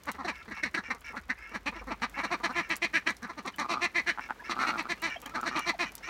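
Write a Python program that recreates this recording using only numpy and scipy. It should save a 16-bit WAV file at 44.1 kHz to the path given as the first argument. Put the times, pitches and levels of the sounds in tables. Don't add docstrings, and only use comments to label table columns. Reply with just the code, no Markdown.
import sys
import numpy as np
from scipy import signal
from scipy.fft import rfft, irfft
from scipy.io import wavfile

SR = 44100
rng = np.random.default_rng(int(sys.argv[2]) if len(sys.argv) > 2 else 0)


def transcribe(signal):
    frames = np.atleast_2d(signal).T
    limited = np.clip(frames, -1, 1)
    pcm = np.round(limited * 32767).astype(np.int16)
    wavfile.write(sys.argv[1], SR, pcm)


N = 268877

# (frequency [Hz], relative level per Hz [dB])
AIR_COLOUR = [(30, -34), (60, -21), (110, -10.5), (250, -6.5), (600, -12.5), (1200, -12), (2200, -16),
              (3100, -22), (6000, -28.5), (9000, -36), (16000, -36.5)]
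# (time [s], change [dB])
AIR_SWELL = [(0, -1.5), (1.3, -5.5), (2.2, 0.5), (3.4, -2.5), (4.5, 1), (6.1, 1)]
# (time [s], level [dB])
RUMBLE_LEVEL = [(0, -59.5), (2, -63), (3.5, -66), (6.1, -67.5)]
# (time [s], level [dB])
HUM_LEVEL = [(0.0, -76), (0.32, -66), (1.9, -57.5), (2.93, -64.5), (2.95, -70.5), (6.06, -59), (6.09, -65)]
# (time [s], bright part [dB], duller body compared with the bright part [dB])
CLICKS = [(0.0352, -43.5, -13), (0.0555, -41, -18), (0.1163, -30, -15), (0.948, -45.5, -9),
          (1.0082, -44, -27), (2.097, -42, -17), (2.6936, -40, -16), (2.7569, -43, -4),
          (2.7657, -24.5, -32), (3.1057, -40.5, -9), (3.1673, -43, -11), (3.229, -47.5, -5.5),
          (3.462, -46, -5.5), (3.5607, -36, -23), (3.598, -47, 1.5), (4.8274, -46, -29), (4.999, -53, -9),
          (5.019, -34, -30), (5.2014, -53, -9), (5.217, -38.5, -16), (5.2274, -64, -4),
          (5.2604, -34.5, -11.5), (5.296, -52, -5), (5.4122, -38.5, -11.5), (5.593, -33, -8.5),
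          (5.9198, -43, -14), (5.953, -27.5, -54), (5.9804, -61.5, 10.5)]
# (start of hold [s], attack before it [s], hold [s], bill level at start and end of hold [dB, dB],
# pitch at start and end of hold [Hz, Hz], middle of the bill resonances [Hz],
# throat, first partial, second partial and treble compared with the bill [dB, dB, dB, dB])
QUACKS = [ (.082, .02, 0.013, -37.5, -34.5, 301.5, 252.6, 1800, -1, -7, -7.5, -14),
          (.148, .008, 0.0076, -49, -48.5, 236.6, 208, 1660, -1.5, -11, -6, -15),
          (.19, .014, 0.032, -52.5, -51.5, 273, 229, 1620, 9, 0.5, -4, -10.5),
          (.252, .014, 0.0088, -39, -41, 369.6, 355, 1740, -5, -1, 1.5, -5.5),
          (.284, 0.021, .018, -34.5, -35, 329.5, 250.4, 2000, -4.5, -10, -8, -9),
          (.479, .004, 0.014, -50, -50, 228.2, 219, 1730, -3, 0.5, -2.5, -13),
          (.512, .015, .012, -43.5, -36, 340, 246.7, 1820, -11, -9.5, -12.5, -15.5),
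          (.576, .014, .005, -44.5, -52, 190.8, 196, 2030, 2, -12, -25, -7),
          (0.636, 0.011, 0.0082, -26.5, -30, 320.7, 313, 1760, -24, -13.5, -16, -11),
          (.658, 0.015, .014, -34, -37, 254.3, 214.3, 1810, -10.5, -10.5, -16, -14),
          (.746, 0.0073, 0.0073, -30.5, -27, 344.5, 318.3, 1810, -14.5, -14.5, -17, -12.5),
          (.774, .012, 0.017, -35, -33, 353.2, 219.5, 1760, -9, -11, -13.5, -13.5),
          (.886, .006, 0.0063, -60, -60, 281, 250, 1700, 4, 6, 5, -14),
          (.906, 0.0096, .01, -33, -30.5, 274.5, 249.5, 1770, -6.5, -14, -14.5, -14.5),
          (0.949, 0.015, 0.013, -54, -61, 250, 214, 1750, 5, -6, 1, -14),
          (1.104, .006, 0.0056, -62, -63, 280, 249, 1700, 4, 6, 6, -14),
          (1.142, .016, 0.015, -53, -57.5, 203.4, 308, 1690, 10, -2, 5, -19),
          (1.168, .012, 0.009, -38.5, -33, 297, 259.5, 1720, -13, -10.5, -17, -16.5),
          (1.302, .013, 0.0094, -27.5, -30, 268.1, 264, 1750, -13.5, -13, -25, -17),
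          (1.518, 0.0082, .006, -55, -56, 250, 230, 1800, 4, -1, 0, -12),
          (1.546, 0.019, 0.015, -42.5, -35.5, 342.2, 233.2, 1940, -5, -6.5, -6.5, -10.5),
          (1.66, 0.0048, 0.026, -38, -33.5, 272.6, 316, 2040, -6, -7.5, -10, -10),
          (1.727, 0.0082, .007, -56, -58, 260, 241, 1800, 8, 2, 4, -14),
          (1.759, 0.011, .03, -48, -62, 339, 282, 2140, 0.5, 0, -2.5, -14),
          (1.815, .008, .008, -55.5, -59, 267, 240, 1800, 8.5, 1, 6, -14),
          (1.874, .01, 0.027, -51.5, -46.5, 267.4, 227, 1840, 3, 0.5, -1.5, -14),
          (1.909, 0.011, 0.015, -43, -36, 341.6, 274.6, 2010, 0.5, -5, -3, -12.5),
          (2.02, 0.0057, 0.026, -37, -32, 230.3, 256.5, 1930, -1, -9.5, -14.5, -10),
          (2.175, .02, 0.024, -42.5, -33, 280.3, 270, 1910, -2, -10.5, -11.5, -14.5),
          (2.238, .012, 0.016, -39, -35.5, 350, 268, 1940, -1, -7, -3.5, -7),
          (2.316, .018, 0.029, -38, -35.5, 357.7, 299, 1950, 0.5, -5.5, -2, -9),
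          (2.402, .006, 0.0069, -50.5, -56, 258, 240, 1700, 8, -2, -2, -14),
          (2.438, 0.011, 0.025, -34.5, -33.5, 350.7, 300.7, 2010, -2, -8, -7, -7),
          (2.5, .016, .016, -42, -46.5, 256, 267, 1760, 4, -3.5, -5.5, -10.5),
          (2.562, 0.021, 0.045, -35, -33, 347.2, 311.5, 2050, -6.5, -9.5, -11, -13),
          (2.705, 0.015, 0.033, -30, -35, 337, 280, 2075, -10.5, -11.5, -14.5, -12),
          (2.822, 0.0087, 0.032, -33.5, -29, 348.7, 301, 2060, -13.5, -12.5, -11.5, -10),
          (2.942, .016, 0.037, -28.5, -29.5, 332, 282, 1950, -17, -16, -17.5, -15),
          (3.072, .016, 0.0045, -28.5, -24, 325.5, 335.6, 2010, -14, -13.5, -17.5, -13),
          (3.09, .016, .018, -32.5, -34.5, 343.2, 239.4, 1870, -8, -10.5, -11.5, -10.5),
          (3.232, 0.019, 0.018, -44, -40, 236.6, 251.6, 1870, -5, -3.5, -12, -12.5),
          (3.27, .014, 0.0072, -45, -53, 218, 190, 1820, -4, -17, -15, -21),
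          (3.301, 0.019, 0.0099, -44, -47.5, 361, 277, 1660, 3.5, -6.5, -6, -9.5),
          (3.381, 0.017, 0.015, -48.5, -44.5, 320, 228.3, 1880, 1, 0, -1, -5.5),
          (3.455, 0.011, 0.0057, -49.5, -52, 395, 388, 2130, 10, 6.5, -9, -3),
          (3.474, .016, 0.0067, -41.5, -35.5, 276.4, 264.3, 2050, -3.5, -10.5, -9, -5),
          (3.585, .005, 0.04, -37.5, -39, 299.3, 267, 1960, -2, -8.5, -10, -8),
          (3.696, .016, 0.045, -41.5, -38.5, 344.6, 299, 2090, -6, -5.5, -4.5, -3),
          (3.822, 0.022, 0.035, -32, -29, 354.8, 337.6, 2140, -9, -14, -12, -10),
          (3.956, .018, .046, -29.5, -32, 347.7, 259.7, 2030, -15, -16, -17, -14),
          (4.076, 0.02, 0.031, -28.5, -28, 351.7, 310.4, 1920, -18, -17, -18.5, -13.5),
          (4.497, .014, 0.023, -42.5, -34, 352, 345, 2160, -6.5, -9.5, -20, -4),
          (4.594, .012, 0.057, -40.5, -42, 360, 305, 1940, -2, -19, -17, -7.5),
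          (4.667, .01, 0.038, -38.5, -35.5, 321.6, 276, 2240, -4.5, -10, -15, -7.5),
          (4.782, .018, 0.028, -37, -36.5, 339.3, 290.4, 2110, -2.5, -8, -10.5, -8.5),
          (4.9, .02, 0.025, -34, -33, 354, 330, 2010, -10.5, -12, -11.5, -8),
          (5.027, 0.013, .062, -36.5, -42.5, 331.2, 265, 1970, -6, -11, -11.5, -8),
          (5.228, .008, .012, -52.5, -56, 259.6, 229, 2120, 2, -3, -2, -16),
          (5.262, 0.0067, 0.0068, -44.5, -45.5, 307.4, 292.5, 1880, 1.5, -4, -6, -14),
          (5.296, 0.0078, .006, -45, -57, 290, 282, 1960, -6, -6, -7, -10),
          (5.348, .016, .014, -40.5, -33.5, 348.5, 288.3, 1780, -4, -9.5, -9, -10),
          (5.465, .022, 0.026, -36, -35, 344.4, 251, 1880, -7, -9, -8, -7),
          (5.562, .014, 0.022, -34, -37.5, 330.3, 291.4, 2050, 0, -6, -7.5, -8.5),
          (5.668, .016, 0.033, -39, -30, 352, 329.5, 2090, -5.5, -10, -7.5, -5),
          (5.793, 0.0079, 0.052, -36, -36, 355, 248.3, 2030, -6, -10.5, -10, -9),
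          (6.088, 0.019, 0.013, -41.5, -37.5, 353, 343, 2170, 0, -6.5, -10, -8)]
# (centre [Hz], width on the first filter pass [Hz], relative level [dB])
# The bill centres are for a bill whose middle is BILL_MIDDLE_HZ; each quack shifts them to its own.
BILL = [(1720, 230, 0), (2030, 260, 0), (2400, 280, -2), (3050, 300, -16)]
THROAT = [(854, 303, -2.1), (1204, 238, 0.15)]
TREBLE = [(4080, 680, 3.5), (5690, 570, -3), (6220, 1770, -11), (8870, 1170, -20), (11700, 3900, -26.5)]
# (time [s], length [s], start pitch [Hz], end pitch [Hz], peak level [dB])
PEEPS = [(.31, .028, 1020, 960, -43), (0.411, 0.019, 1330, 1350, -50.5), (1.091, 0.044, 1370, 1380, -49),
         (3.538, 0.01, 3110, 3130, -47), (4.393, 0.021, 1520, 1840, -45), (4.399, 0.039, 945, 1006, -48),
         (4.958, 0.064, 1147, 1285, -56), (4.985, 0.041, 2730, 3000, -58), (5.158, 0.014, 810, 590, -37),
         (5.161, .014, 3200, 3260, -44), (5.256, 0.008, 3060, 3230, -38.5), (5.263, 0.031, 2287, 2530, -56),
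         (5.299, 0.035, 1200, 1360, -48), (5.723, 0.039, 1030, 560, -39)]
# (time [s], length [s], start level [dB], end level [dB],
# start factor on the band frequencies [1 = usual], end factor [1 = usual], treble change [dB])
RASPS = [(0.318, 0.11, -53, -50, 0.97, 0.95, -1), (.535, 0.089, -44, -49, 0.99, 0.95, -1),
         (0.832, .065, -42.5, -49, 1.02, .99, .5), (1.037, 0.097, -42.5, -51, 1.01, 0.95, 2.5),
         (1.356, 0.23, -48, -54.5, 0.91, 1.02, -2), (1.738, 0.079, -50.5, -48.5, 0.98, 1.01, 1),
         (2.13, 0.19, -41, -50, 0.98, 1.0, -6), (2.512, 0.055, -56, -37, 1.02, 0.96, -4),
         (2.619, 0.077, -46, -53.5, 1.03, 0.94, -1), (4.2, 0.078, -45.5, -49.5, .99, .97, 2.5),
         (4.436, 0.056, -48.5, -43, 0.95, 1.01, 3.5), (5.081, 0.092, -39.5, -44.5, 1.04, 0.98, -.5),
         (5.491, 0.2, -44, -45.5, 1.04, 1.02, 2.5), (5.851, 0.05, -46, -44.5, 1.07, 1.05, 4),
         (6.022, .077, -44, -46.5, 0.96, 1.1, 5.5)]
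# (usual centre [Hz], width on the first filter pass [Hz], relative level [dB])
RASP_BANDS = [(1050, 200, -12), (1390, 80, -6), (1790, 140, -1), (2280, 80, 1), (2760, 80, -6),
              (4100, 600, -19), (5500, 500, -13)]
# (time [s], length [s], start level [dB], end level [dB],
# start throat resonance [Hz], end throat resonance [Hz])
CROAKS = [(3.61, .024, -32, -38, 1140, 1110), (3.645, 0.02, -36, -35, 1170, 1170),
          (3.678, .132, -33, -38, 1195, 1220), (4.487, 0.065, -32.5, -41.5, 1266, 1230),
          (4.552, .092, -39, -27.5, 1260, 1350), (4.64, 0.14, -34, -33, 1300, 1350),
          (4.846, 0.029, -39.5, -43, 1260, 1330), (5.365, 0.045, -35.5, -35, 1230, 1360),
          (5.422, 0.062, -36, -36.5, 1340, 1090), (5.505, 0.11, -42, -35.5, 1200, 1190)]
# (centre [Hz], width on the first filter pass [Hz], relative level [dB])
CROAK_SIDE = [(243, 135, -8), (800, 290, -10.5), (2350, 140, -17.5), (3870, 2100, -33)]
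# (time [s], length [s], snaps per second [1/s], start level [dB], overall level [dB])
GULPS = [(4.175, 0.026, 108, -51, -37.5), (4.289, .026, 112, -54, -35.5)]
# (centre [Hz], width on the first filter pass [Hz], relative level [dB])
GULP_THROAT = [(250, 103, -3), (885, 250, 6), (1376, 170, 8), (1640, 500, -3.5)]
# (delay [s], level [dB])
ECHOES = [(.006, -8), (0.015, -10.5), (0.023, -61), (.034, -47), (0.053, -25.5)]

AIR_DB = -56
HUM_HZ, HUM_LIFT_DB = 49.6, 2.5
BILL_MIDDLE_HZ = 2000
OPENING_SHARE, RISE_S = .82, .01
SAG_DELAY_PER_S = 55
REST_HZ, DROP_S = 183.5, .012
SWELL_DB_PER_S = 94
ATTACK_DB, ATTACK_POWER = 33.5, 1.23
RELEASE_S, RELEASE_DB = 0.028, 30
RASP_PER_S, RASP_SWELL_DB = 150., 2.5
CROAK_PER_S = 122
CROAK_WAVER_DB, CROAK_WAVER = 0.4, .02
CUTOFF_HZ = 17200


def from_db(db):
    return 10 ** (np.asarray(db) / 20)


def rms_one(x):
    return x / np.sqrt(np.mean(x ** 2) + 1e-20)


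def over_time(table):
    return np.interp(np.arange(N) / SR, *np.transpose(table))


def spread(rows):
    s, *columns = np.transpose(rows)
    at = np.arange(round(s[0] * SR), min(round(s[-1] * SR), N))
    return at[0], [np.interp(at / SR, s, c) for c in columns]


def add(out, x, start):
    out[start:start + len(x)] += x[:N - start]


def drift(rate, size):
    knots = rng.standard_normal(int(size * rate / SR) + 2)
    return np.interp(np.arange(size) * rate / SR, np.arange(len(knots)), knots)


def resonate(x, modes):
    out = 0
    for k, (hz, width, db) in enumerate(modes):
        r = np.exp(-np.pi * width / SR)
        top = [(1 - r * r) / 2, 0, (r * r - 1) / 2]
        bottom = [1, -2 * r * np.cos(2 * np.pi * hz / SR), r * r]
        out = out + (-1) ** k * from_db(db) * signal.lfilter(top, bottom, x)
    return out


def steep(x, modes):
    out = 0
    for k, (hz, width, db) in enumerate(modes):
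        once = resonate(x, [(hz, width, 0)])
        twice = resonate(once, [(hz, 2 * width, 0)])
        out = out + (-1) ** k * from_db(db) * twice
    return rms_one(out)


def gliding(x, hz, width):
    out, state, r = np.zeros(len(x)), np.zeros(2), np.exp(-np.pi * width / SR)
    for i in range(0, len(x), 256):
        bottom = [1, -2 * r * np.cos(2 * np.pi * hz[i] / SR), r * r]
        out[i:i + 256], state = signal.lfilter([1, 0, -1], bottom, x[i:i + 256], zi=state)
    return rms_one(out)


def syrinx(pitch, jitter, shimmer_db, rough):
    turns = np.cumsum(pitch * (1 + jitter * drift(300, len(pitch)))) / SR
    snap_sizes = from_db(shimmer_db * rng.standard_normal(len(pitch)))
    snaps = np.diff(np.floor(turns), prepend=-1) * snap_sizes
    puffs = rng.standard_normal(len(pitch)) * np.exp(-2.0 * (turns % 1))
    rough = np.clip(rough, 0, 1)
    return np.sqrt(1 - rough) * rms_one(snaps) + np.sqrt(rough) * rms_one(puffs), turns


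def open_air():
    hz, db = np.transpose(AIR_COLOUR)
    noise_hz = np.fft.rfftfreq(N, 1 / SR)
    colour = from_db(np.interp(np.log(noise_hz + 1), np.log(hz), db))
    noise = rms_one(irfft(rfft(rng.standard_normal(N)) * colour, N))
    hiss = from_db(AIR_DB + over_time(AIR_SWELL) + 0.24 * drift(3.4, N)) * noise
    rumble = from_db(over_time(RUMBLE_LEVEL)) * steep(rng.standard_normal(N), [(67, 21.4, 0)])
    hum_turns = np.cumsum(HUM_HZ * (1 + 0.014 * drift(3.8, N))) / SR
    hum_db = over_time(HUM_LEVEL) + HUM_LIFT_DB + 3.0 * drift(7.0, N)
    return hiss + rumble + from_db(hum_db) * np.sin(2 * np.pi * hum_turns)


def shuffling():
    out, t = np.zeros(N), np.arange(1500) / SR
    for when, pitch, loud in rng.random((150, 3)):
        hz = 400 * 5.0 ** pitch
        puff = rng.standard_normal(1500) * t * np.exp(-t / .003)
        add(out, from_db(-68 + 10 * loud) * steep(puff, [(hz, 1.2 * hz, 0)]), int(when * (N - 1)))
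    return out


def clicks():
    bright, body, t = np.zeros(N), np.zeros(N), np.arange(600) / SR
    for s, db, body_db in CLICKS:
        fade = np.exp(-t / 0.0011) + 0.37 * np.exp(-t / 0.0056)
        burst = rng.standard_normal(600) * fade
        add(bright, from_db(db - 7.0) * burst, round(s * SR))
        add(body, from_db(db + body_db - 1.0) * burst, round(s * SR))
    happens = rng.random(N) < 150 * from_db(6.0 * drift(8, N)) / SR
    strength = from_db(0.61 * np.minimum(rng.exponential(1, N), 4))
    faint = happens * rng.standard_normal(N) * strength
    bright += from_db(-50.0) * faint
    body += from_db(-58) * faint
    return resonate(bright, [(12900, 29000, 2.5)]) + resonate(body, [(3120, 1400, 11.0), (6100, 1860, 18.06)])


def quack_shape(s, attack, hold, from_level_db, to_level_db, from_hz, to_hz):
    start = round((s - attack) * SR)
    t = np.arange(start, min(round((s + hold + RELEASE_S) * SR), N)) / SR - s
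    held = np.clip(t / hold, 0, 1)
    opening, closing = np.clip(-t / attack, 0, 1), np.clip(t - hold, 0, None)
    level_db = from_level_db + (to_level_db - from_level_db) * held
    level_db += SWELL_DB_PER_S * hold * np.sin(np.pi * held)
    level_db -= ATTACK_DB * opening ** ATTACK_POWER + RELEASE_DB * closing / RELEASE_S
    still_to_rise = np.clip(1 - (t + attack) / (attack + RISE_S), 0, 1)
    pitch = from_hz * (1 - (1 - OPENING_SHARE) * still_to_rise ** 2)
    pitch += (to_hz - from_hz) * held ** (1 + SAG_DELAY_PER_S * hold)
    pitch += (REST_HZ - to_hz) * np.clip(closing / DROP_S, 0, 1)
    return start, pitch, level_db


def quacks():
    out = np.zeros(N)
    for *shape, middle_hz, throat_db, first_db, second_db, treble_db in QUACKS:
        start, pitch, bill_db = quack_shape(*shape)
        size = len(pitch)
        slack = 1 - pitch / pitch.max()
        source, turns = syrinx(pitch, jitter=.015, shimmer_db=2, rough=.15 + .8 * slack)
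        airy = source + 2 * rng.standard_normal(size) * np.exp(-2 * (turns % 1))
        tuning = middle_hz / BILL_MIDDLE_HZ
        bill = [(hz * tuning, w, db + 3.15 * rng.standard_normal()) for hz, w, db in BILL]
        upper = steep(source, bill) + from_db(treble_db) * steep(airy, TREBLE)
        top_db, edges = bill_db.max(), signal.windows.tukey(size, .25)
        below_top_db = bill_db - top_db
        throat = from_db(top_db + throat_db + 0.42 * below_top_db) * steep(source + .5 * airy, THROAT)
        first = from_db(first_db + 2 * drift(147, size)) * np.sin(2 * np.pi * turns)
        second_level = from_db(second_db - 16.5 * slack + 1.7 * drift(145, size))
        second = second_level * np.sin(4 * np.pi * turns + 1)
        push = from_db(first_db - 8.0) * steep(airy, [(184.0, 69, 0)])
        chest = from_db(top_db + 0.66 * below_top_db) * (np.sqrt(2) * (first + second) + push)
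        add(out, from_db(bill_db) * upper + edges * (throat + chest), start)
    return out


def peeps():
    out = np.zeros(N)
    for s, length, from_hz, to_hz, db in PEEPS:
        size = round(length * SR)
        hz = np.linspace(from_hz, to_hz, size) * (1 + .03 * drift(300, size))
        tone = np.sin(2 * np.pi * np.cumsum(hz) / SR)
        level = from_db(db + 2 * drift(99, size)) * signal.windows.tukey(size, .6)
        add(out, level * tone, round(s * SR))
    return out


def rasps():
    out = np.zeros(N)
    for s, length, first_db, last_db, first_factor, last_factor, treble_db in RASPS:
        start, (level_db,) = spread([(s, first_db), (s + length, last_db)])
        size = len(level_db)
        air, _ = syrinx(np.full(size, RASP_PER_S), jitter=.3, shimmer_db=3, rough=.6)
        glide = np.linspace(first_factor, last_factor, size)
        arch = glide * (1 - 0.047 * (1 - signal.windows.tukey(size, .45)))
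        voice = 0
        for hz, width, db in RASP_BANDS:
            band = gliding(gliding(air, hz * arch, width), hz * arch, 3 * width)
            voice = voice + from_db(db + treble_db * (hz > 3500)) * band
        level = from_db(level_db + RASP_SWELL_DB * np.hanning(size)) * signal.windows.tukey(size, .3)
        add(out, level * rms_one(voice), start)
    return out


def croaks():
    out = np.zeros(N)
    for s, length, first_db, last_db, first_hz, last_hz in CROAKS:
        start, (level_db, throat_hz) = spread([(s, first_db, first_hz), (s + length, last_db, last_hz)])
        size = len(level_db)
        level_db = level_db + CROAK_WAVER_DB * drift(32.6, size)
        throat_hz = throat_hz * (1 + CROAK_WAVER * drift(37, size))
        per_s = CROAK_PER_S * (1 + .05 * drift(25, size))
        source, _ = syrinx(per_s, jitter=.13, shimmer_db=3, rough=.17)
        throat = gliding(gliding(source, throat_hz, 135), throat_hz, 400)
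        side = from_db(-7.5) * steep(source, CROAK_SIDE)
        add(out, from_db(level_db) * signal.windows.tukey(size, .2) * (throat + side), start)
    return out


def gulps():
    out = np.zeros(N)
    for s, length, per_s, first_db, last_db in GULPS:
        size = round(length * SR)
        source, _ = syrinx(np.full(size, per_s), jitter=.05, shimmer_db=1.5, rough=.1)
        swell = from_db(np.linspace(first_db - last_db, 0, size))
        swelling = np.pad(source * swell, (0, 800))
        add(out, from_db(last_db) * steep(swelling, GULP_THROAT), round(s * SR))
    return out


def fences(x):
    out, dull = np.zeros(N), resonate(x, [(1890, 3940, 0)])
    for s, db in ECHOES:
        add(out, from_db(db) * dull, round(s * SR))
    return out


def scene():
    flock = quacks() + croaks() + gulps() + peeps() + rasps() + clicks() + shuffling()
    return (flock + fences(flock) + open_air())[None]


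def record(dry):
    return signal.sosfilt(signal.cheby2(12, 70, CUTOFF_HZ, fs=SR, output="sos"), dry)


dry = scene()
out = record(dry)
transcribe(out)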